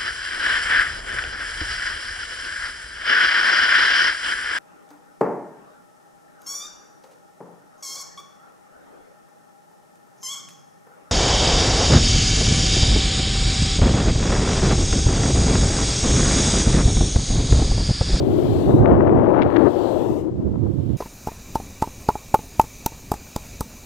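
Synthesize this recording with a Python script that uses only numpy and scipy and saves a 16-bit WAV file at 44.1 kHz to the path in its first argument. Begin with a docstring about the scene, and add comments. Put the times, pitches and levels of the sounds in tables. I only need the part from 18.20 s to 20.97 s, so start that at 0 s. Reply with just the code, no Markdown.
"""A blade's swelling rush comes down amid buffeting wind, at the foot of a wind turbine; the blades reach
the tower 1.2 to 1.4 s apart, and the third is heard only approaching. Each blade is noise with a moving
spectrum: it sinks in pitch, is combed by a tower reflection and is cut off behind the tower. Wind at the
left microphone is lumpy noise with puffs, crackle and cracks; the muffled right one gets mostly thumping
wind, as dull noise with bumps. Open air and a hollow drone are filtered noise."""
import sys
import numpy as np
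from scipy import signal
from scipy.fft import rfft, irfft
from scipy.io import wavfile
from scipy.ndimage import uniform_filter1d, minimum_filter1d

SR = 44100
rng = np.random.default_rng(int(sys.argv[2]) if len(sys.argv) > 2 else 0)


def inscribe(sig):
    """Save sig as 16-bit PCM at rate SR to the path in sys.argv[1].

    A 1-D sig is mono; a 2-D sig holds one channel per row.
    Samples are clipped to [-1, 1] before scaling.
    """
    pcm = np.round(np.clip(np.atleast_2d(sig).T, -1, 1) * 32767)
    wavfile.write(sys.argv[1], SR, pcm.astype(np.int16))


N = 122157
T = np.arange(N) / SR
WINDOW, HOP = 1024, 256  # samples in a spectral frame, and between frames
HZ = np.fft.rfftfreq(WINDOW, 1 / SR)
FRAME_S = np.arange(N // HOP + 5)[:, None] * HOP / SR
AIRY_HZ = 4080  # centre of the airy blade-tip band at pitch ratio 1, at its peak

# spectrum of low wind buffeting at the left microphone: (frequency [Hz], density before level curves [dB per Hz])
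BUFFET_SPECTRUM = [(20, -82.5), (55, -54.5), (115, -48), (185, -49), (260, -42), (335, -38), (450, -47.5),
                   (650, -54.5), (1000, -68.5), (1600, -82.5), (4000, -112)]
# spectrum of bright wind flutter there: (frequency [Hz], density before level curves [dB per Hz])
FLUTTER_SPECTRUM = [(150, -57), (330, -43), (480, -40.5), (680, -44.5), (1000, -53.5), (1450, -66),
                    (2000, -78.5), (3000, -87.5), (4200, -102), (6500, -120), (12000, -138)]


def amp(db):
    """Logarithmic level: decibels to amplitude gain."""
    return 10 ** (np.asarray(db) / 20)


def unit(x):
    """Power normalisation: scales to rms 1."""
    return x / np.sqrt(np.mean(x ** 2) + 1e-20)


def spectrum(points, hz):
    """Frequency response: gain at hz, interpolated in dB along log frequency."""
    f, db = np.transpose(points)
    return amp(np.interp(np.log(hz + 1), np.log(f + 1), db))


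def level(points):
    """Amplitude envelope: gain at every sample, interpolated in dB over time."""
    return amp(np.interp(T, *np.transpose(points)))


def white():
    """White noise: equal power at all frequencies, at 0 dB per Hz."""
    return rng.standard_normal(N) * np.sqrt(SR / 2)


def colour(x, points):
    """Linear filtering: multiplies the transform of x by a spectrum table."""
    return irfft(rfft(x) * spectrum(points, np.fft.rfftfreq(N, 1 / SR)), N)


def eddies(rate_hz, depth_db):
    """Turbulent modulation: a random lumpy gain of mean power 1."""
    f = np.fft.rfftfreq(N, 1 / SR)
    shape = (f / rate_hz) ** .5 * np.exp(-f / rate_hz)
    lumps = unit(irfft(rfft(white()) * shape, N))
    return unit(amp(depth_db * np.tanh(lumps / 2) * 2))  # tanh bounds the swings


def moving_noise(gain):
    """Time-varying filtering: noise whose short-time spectrum follows gain (frames x bins)."""
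    overlap = WINDOW - HOP
    noise = rng.standard_normal(N + 2 * WINDOW)
    frames = signal.stft(noise, nperseg=WINDOW, noverlap=overlap)[2][:, :len(gain)]
    shaped = signal.istft(frames * gain.T, nperseg=WINDOW, noverlap=overlap)[1][:N]
    return shaped * np.sqrt(SR / 2)


def swell(t, rise_s, fall_s):
    """Asymmetric Gaussian envelope: peaks at t = 0 and falls to 1/e at each width."""
    return np.exp(-(t / np.where(t < 0, rise_s, fall_s)) ** 2)


def burst(at, db, length):
    """Transient envelope: a short Gaussian bell of gain."""
    return amp(db) * np.exp(-((T - at) / length) ** 2)


def open_air():
    """Stationary ambient noise: many sources merge into one steady spectrum."""
    # ambient spectrum: (frequency [Hz], density [dB per Hz])
    air_spectrum = [(25, -83.5), (110, -61), (200, -61), (500, -67.5), (800, -89.5), (1500, -94),
                    (2400, -97), (4200, -99), (5500, -103), (7500, -103), (9800, -116), (12000, -115),
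                    (15500, -121)]
    return colour(white(), air_spectrum)


def right_self_noise():
    """Sensor noise: the right microphone's own faint hiss."""
    # self-noise spectrum: (frequency [Hz], density [dB per Hz])
    floor_spectrum = [(1000, -124), (4000, -128), (8000, -131), (15000, -129)]
    return colour(white(), floor_spectrum)


def drone():
    """Resonant filtering: a narrow band drawn from noise sounds hollow."""
    # rms level of the drone, before any gain at the microphone: (time [s], level [dB])
    drone_level = [(0, -22.5), (.6, -17), (1.4, -20), (1.6, -19.5), (1.88, -21.5), (2.02, -20.5),
                   (2.25, -41), (2.77, -38.5)]
    centre_hz, width_hz = 340, 53
    f = np.fft.rfftfreq(N, 1 / SR)
    resonance = 1 / (1 + ((f - centre_hz) / width_hz) ** 2) ** 1.13
    return level(drone_level) * unit(irfft(rfft(white()) * resonance, N))


def right_wind():
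    """Turbulent pressure on a microphone: dull lumpy rumble with thudding and slapping bumps."""
    # level of the steady rumble: (time [s], level [dB])
    rumble_level = [(0, -19), (.22, -20.5), (.46, -17.5), (.56, -14), (.78, -19.5), (.97, -15),
                    (1.04, -19.5), (1.25, -22), (1.32, -27.5), (1.72, -31.5), (2.06, -29), (2.3, -18.5),
                    (2.58, -19.5), (2.77, -18)]
    # relative spectrum of rumble and thuds: (frequency [Hz], gain [dB])
    thump_spectrum = [(20, -39), (33, -27), (48, -8.5), (75, -3), (112, 3), (160, -5), (240, -9),
                      (335, -8.5), (420, -23), (520, -23), (750, -39), (1100, -44.5), (1700, -60),
                      (2200, -76), (3000, -94), (5000, -105)]
    # relative spectrum of the bright part of a bump: (frequency [Hz], gain [dB])
    slap_spectrum = [(20, -28.5), (100, 4.5), (220, 2.5), (340, 5.5), (430, -1.5), (550, -13), (1000, -30),
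                     (1700, -44.5), (2300, -55.5), (3200, -73.5), (7000, -105)]
    # separate bumps of wind: (time [s], level [dB], length [s], brightness as share of power [0-1])
    bumps = [(0.01, -15, 0.017, 0.3), (0.284, -18, 0.012, 0.97), (0.504, -12.5, 0.013, 0.09),
             (0.545, -10, 0.021, 0.04), (0.623, -10.5, 0.024, 0.3), (0.731, -8, 0.039, 0.08),
             (0.782, -13, 0.024, 0.5), (0.94, -14, 0.031, 1), (1.254, -19, 0.037, 0.85),
             (1.913, -20, 0.01, 0), (2.192, -14, 0.011, 0), (2.271, -13, 0.019, 0.13),
             (2.439, -16.5, 0.02, 0.9), (2.488, -17.5, 0.027, 0.46), (2.596, -16.5, 0.018, 0),
             (2.702, -19, 0.01, 1)]
    lumpy = white() * eddies(rate_hz=43, depth_db=1)
    wind = level(rumble_level) * unit(colour(lumpy, thump_spectrum))
    thud = unit(colour(white(), thump_spectrum))
    slap = unit(colour(white(), slap_spectrum))
    for at, db, length, bright in bumps:
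        mix = np.sqrt(1 - bright) * thud + np.sqrt(bright) * slap
        wind = wind + burst(at, db, length) * mix
    return wind


def puffs():
    """Intermittent turbulence: small separate gusts, from dull buffet to bright flutter."""
    # puffs at the left microphone: (time [s], gain [dB], length [s], brightness as share of amplitude [0-1])
    puff_rows = [(0.259, -6, 0.0083, 0.7), (0.506, -1.5, 0.0069, 1), (0.592, -2, 0.015, .9),
                 (.715, 7, .006, 0.56), (0.819, 6.5, .012, 0.2), (1.215, 4, 0.018, 0.2),
                 (2.049, -6.5, 0.0091, 0.43), (2.082, -4.5, 0.02, 0.2), (2.218, -9, 0.024, 0),
                 (2.278, -19, 0.014, .4), (2.343, -12.5, 0.0041, 0.8), (2.359, -12, 0.004, 1),
                 (2.467, -4, 0.01, 0.28)]
    dull, bright = colour(white(), BUFFET_SPECTRUM), colour(white(), FLUTTER_SPECTRUM)
    total = np.zeros(N)
    for at, db, length, share in puff_rows:
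        total += burst(at, db, length) * ((1 - share) * dull + share * bright)
    return total


def crackle():
    """Shot noise: filtered random impulses of either sign, following an envelope."""
    # relative spectrum of the crackle: (frequency [Hz], gain [dB])
    crackle_spectrum = [(300, -4.5), (900, 12), (1800, -2), (3000, -20), (4500, -34.5), (8000, -62.5),
                        (15000, -90)]
    # envelope before the overall crackle gain: (time [s], level [dB])
    crackle_level = [(0, -45), (.59, -38), (.66, -4.5), (.72, -3), (.79, -7.5), (.95, -5), (1.1, -0.5),
                     (1.19, 5), (1.28, -4), (1.42, 2.5), (1.48, -12), (1.51, -33), (2.77, -46)]
    ticks_per_s, spread_db, gain_db = 330, 3.0, -26.5
    ticks = (rng.random(N) < ticks_per_s / SR) * rng.choice([-1, 1], N)
    ticks = ticks * amp(spread_db * np.minimum(rng.exponential(1, N), 2))
    return amp(gain_db) * level(crackle_level) * unit(colour(ticks, crackle_spectrum))


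def crack(at, db, length, centre_hz):
    """Impulse excitation: a sharp pressure pulse in a ragged burst, scaled to the bell's energy."""
    # relative spectrum of a crack: (multiple of the centre frequency [ratio], gain [dB])
    crack_spectrum = [(.13, -10.5), (.5, 14), (1.3, 9.5), (2, -2), (2.8, -15.5), (3.7, -34), (5.3, -52.5),
                      (9, -73.5), (16, -95)]
    core_s = .002  # cracks shorter than this are mostly one clean pulse
    bell = burst(at, 0, length)
    ragged = bell * white()
    pulse = np.arange(N) == round(at * SR)
    drive = ragged / np.linalg.norm(ragged) + pulse * core_s / length
    snap = colour(drive, [(k * centre_hz, gain_db) for k, gain_db in crack_spectrum])
    return amp(db) * snap * np.linalg.norm(bell) / np.linalg.norm(snap)


def left_wind():
    """Turbulent pressure on a microphone: low buffeting, ragged flutter, puffs, crackle and cracks."""
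    # gain of the low buffeting: (time [s], level [dB])
    buffet_level = [(0, 2), (.2, -2), (.42, -3), (.62, 3.5), (.82, 1), (1.0, 1), (1.21, 1.5), (1.27, -2),
                    (1.34, -1.5), (1.39, 5.5), (1.48, 4.5), (1.52, -14), (1.9, -4), (2.05, -10.5),
                    (2.15, -13.5), (2.31, -11), (2.41, -20), (2.5, -22), (2.77, -34.5)]
    # gain of the bright flutter as the gust tears at the microphone: (time [s], level [dB])
    flutter_level = [(0, -19.5), (.43, -13), (.5, -4), (.575, -9), (.65, 4), (.73, 4), (.78, -2),
                     (.87, 1.5), (.97, -1), (1.19, 2.5), (1.29, -3), (1.475, -1.5), (1.505, -4.5),
                     (2.05, -25), (2.15, -36), (2.3, -29), (2.53, -29), (2.77, -42)]
    # single cracks of wind: (time [s], level [dB], length [s], centre frequency [Hz])
    cracks = [(0.6592, -15, 0.001, 1380), (0.716, -24, .001, 1265), (0.801, -21.5, 0.0023, 1050),
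              (0.808, -18, 0.0037, 1000), (0.874, -22, 0.0024, 1294), (0.88, -19.5, 0.0019, 1163),
              (0.895, -21.5, .0015, 1200), (1.2202, -18, 0.00092, 2050), (1.2245, -18.5, 0.0024, 1850),
              (1.233, -22.5, 0.00057, 2094), (1.2647, -24, 0.0018, 1188), (1.3035, -24.5, 0.00095, 1604),
              (1.3608, -20, 0.0015, 1485), (1.363, -16.5, 0.0019, 1366), (1.3669, -19.5, 0.0014, 2200),
              (1.371, -18, 0.0018, 1350), (1.467, -15, 0.016, 830)]
    lumpy = white() * eddies(rate_hz=54, depth_db=2.0)
    buffet = colour(lumpy, BUFFET_SPECTRUM) * level(buffet_level)
    ragged = white() * eddies(rate_hz=130, depth_db=2.6) * eddies(rate_hz=18, depth_db=1.3)
    flutter = colour(ragged, FLUTTER_SPECTRUM) * level(flutter_level)
    return buffet + flutter + puffs() + crackle() + sum(crack(*row) for row in cracks)


def streaks():
    """Random modulation in time and frequency: streaks of gain make blade noise waver (frames x bins)."""
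    streak_s, streak_hz, depth_db = .1, 430, 1.1
    field = rng.standard_normal((len(FRAME_S), len(HZ)))
    field = uniform_filter1d(field, size=round(streak_s / FRAME_S[1, 0]), axis=0)
    field = uniform_filter1d(field, size=round(streak_hz / HZ[1]), axis=1)
    return amp(depth_db * unit(field) * np.minimum(HZ / AIRY_HZ, 1))  # shallower in the low bins


def tower_reflection(t):
    """Comb interference: direct sound adds to a delayed reflection whose lag shrinks with time."""
    lag_ms, lag_ms_per_s = 1.0, .8  # lag on reaching the tower, and its rate of shrinking
    strength, width_s, loss_hz = .42, .3, 16000
    lag = (lag_ms - lag_ms_per_s * t) / 1000
    share = strength * np.exp(-(t / width_s) ** 2 - (HZ / loss_hz) ** 2)
    return abs(1 + share * np.exp(2j * np.pi * HZ * lag))


def blade(at, rush_db, hiss_db, pitch, sizzle_lead_s, airy_lead_s):
    """Moving turbulent source: a blade's noise swells, Doppler-shifts, interferes and is shadowed."""
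    # low rush: (frequency [Hz], density before pass level and swell [dB per Hz])
    rush_spectrum = [(100, -72), (250, -69), (350, -50.5), (480, -43.5), (620, -47), (750, -53.5),
                     (1000, -60.5), (1400, -71.5), (2000, -90), (3500, -105)]
    # hiss: (frequency before pitch ratio and sag [Hz], density before pass level and swell [dB per Hz])
    hiss_spectrum = [(800, -82.5), (2000, -79.5), (2600, -80.5), (3200, -77), (4200, -80.5), (4750, -86),
                     (5200, -94), (7500, -105), (15500, -120)]
    # top of the hiss: (frequency [Hz], density before pass level and swell [dB per Hz])
    sizzle_spectrum = [(1000, -86), (3500, -88), (5600, -87.5), (7400, -86.5), (8500, -89), (9800, -94),
                       (12000, -89.5), (15500, -95)]
    rush_lead_s, hiss_lead_s = 0.23, 0.34  # loudest this long before the tower
    doppler_oct_per_s, hiss_sag_oct_per_s, airy_sag_oct_per_s = 0.78, 1, 0.9
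    airy_width_oct, airy_swell_s, airy_db = 0.25, 0.21, -80  # airy_db: before pass level
    shadow_db_per_s = 168  # fall once the blade is behind the tower
    t = FRAME_S - at

    # reading a table at raised frequencies lowers the sound's pitch
    rush_t = t + rush_lead_s
    rush_hz = HZ * 2 ** (doppler_oct_per_s * np.clip(rush_t, -.4, .4))
    rush = spectrum(rush_spectrum, rush_hz) * swell(rush_t, rise_s=0.29, fall_s=0.23)

    hiss_t = t + hiss_lead_s
    hiss_hz = HZ / pitch * 2 ** (hiss_sag_oct_per_s * np.clip(hiss_t, 0, .4))  # sinks after its peak
    hiss = spectrum(hiss_spectrum, hiss_hz) * swell(hiss_t, rise_s=0.41, fall_s=0.35)

    airy_t = t + airy_lead_s
    airy_oct = np.log2((HZ + 1) / (AIRY_HZ * pitch)) + airy_sag_oct_per_s * airy_t
    airy = amp(airy_db) * np.exp(-(airy_oct / airy_width_oct) ** 2 - (airy_t / airy_swell_s) ** 2)

    sizzle = spectrum(sizzle_spectrum, HZ) * swell(t + sizzle_lead_s, rise_s=0.35, fall_s=0.36)

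    # independent noises add in power
    treble = np.sqrt(hiss ** 2 + airy ** 2 + sizzle ** 2)
    direct = np.hypot(amp(rush_db) * rush, amp(hiss_db) * treble)
    shadow = amp(-shadow_db_per_s * np.maximum(t, 0))
    return direct * tower_reflection(t) * shadow


def blades():
    """Incoherent superposition: successive blade passes add in power and shape one noise."""
    # blade passes: (time of reaching the tower [s], rush level [dB], hiss level [dB],
    # pitch of hiss and airy band [ratio], lead of the sizzle peak [s], lead of the airy peak [s])
    passes = [(0.602, -7.5, 0, 1.007, 0.3, 0.18), (2.003, 0, -1.7, 0.98, 0.25, 0.32),
              (3.2, -20.5, -13, 1.0, 0.43, 0.28)]
    gain = np.sqrt(sum(blade(*row) ** 2 for row in passes))
    return moving_noise(gain * streaks())


def scene():
    """Superposition at two receivers: shared outdoor sound, with separate drone noise and wind at each."""
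    # outdoor sound as the muffled right microphone hears it: (frequency [Hz], gain [dB])
    muffle = [(400, -29.5), (1000, -33.5), (2200, -39), (8000, -37)]
    outdoors = blades() + open_air()
    left = outdoors + drone() + left_wind()
    right = colour(outdoors, muffle) + amp(-27.5) * drone() + right_wind() + right_self_noise()
    return np.array([left, right])


def record(dry):
    """Peak limiting and band limiting: a quick limiter, 3 ms end fades, then a low-pass filter."""
    ceiling, edge_hz = .97, 15700
    gain = minimum_filter1d(ceiling / np.maximum(abs(dry), ceiling), size=401)
    gain = uniform_filter1d(uniform_filter1d(gain, size=200), size=200)
    to_end_s = np.minimum(T, T[::-1])
    fade = np.sin(np.pi / 2 * np.minimum(to_end_s / .003, 1)) ** 2
    low_pass = signal.firwin(511, edge_hz, window=("kaiser", 9), fs=SR)
    return signal.oaconvolve(dry * gain * fade, low_pass[None], "same")


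dry = scene()
out = record(dry)
inscribe(out)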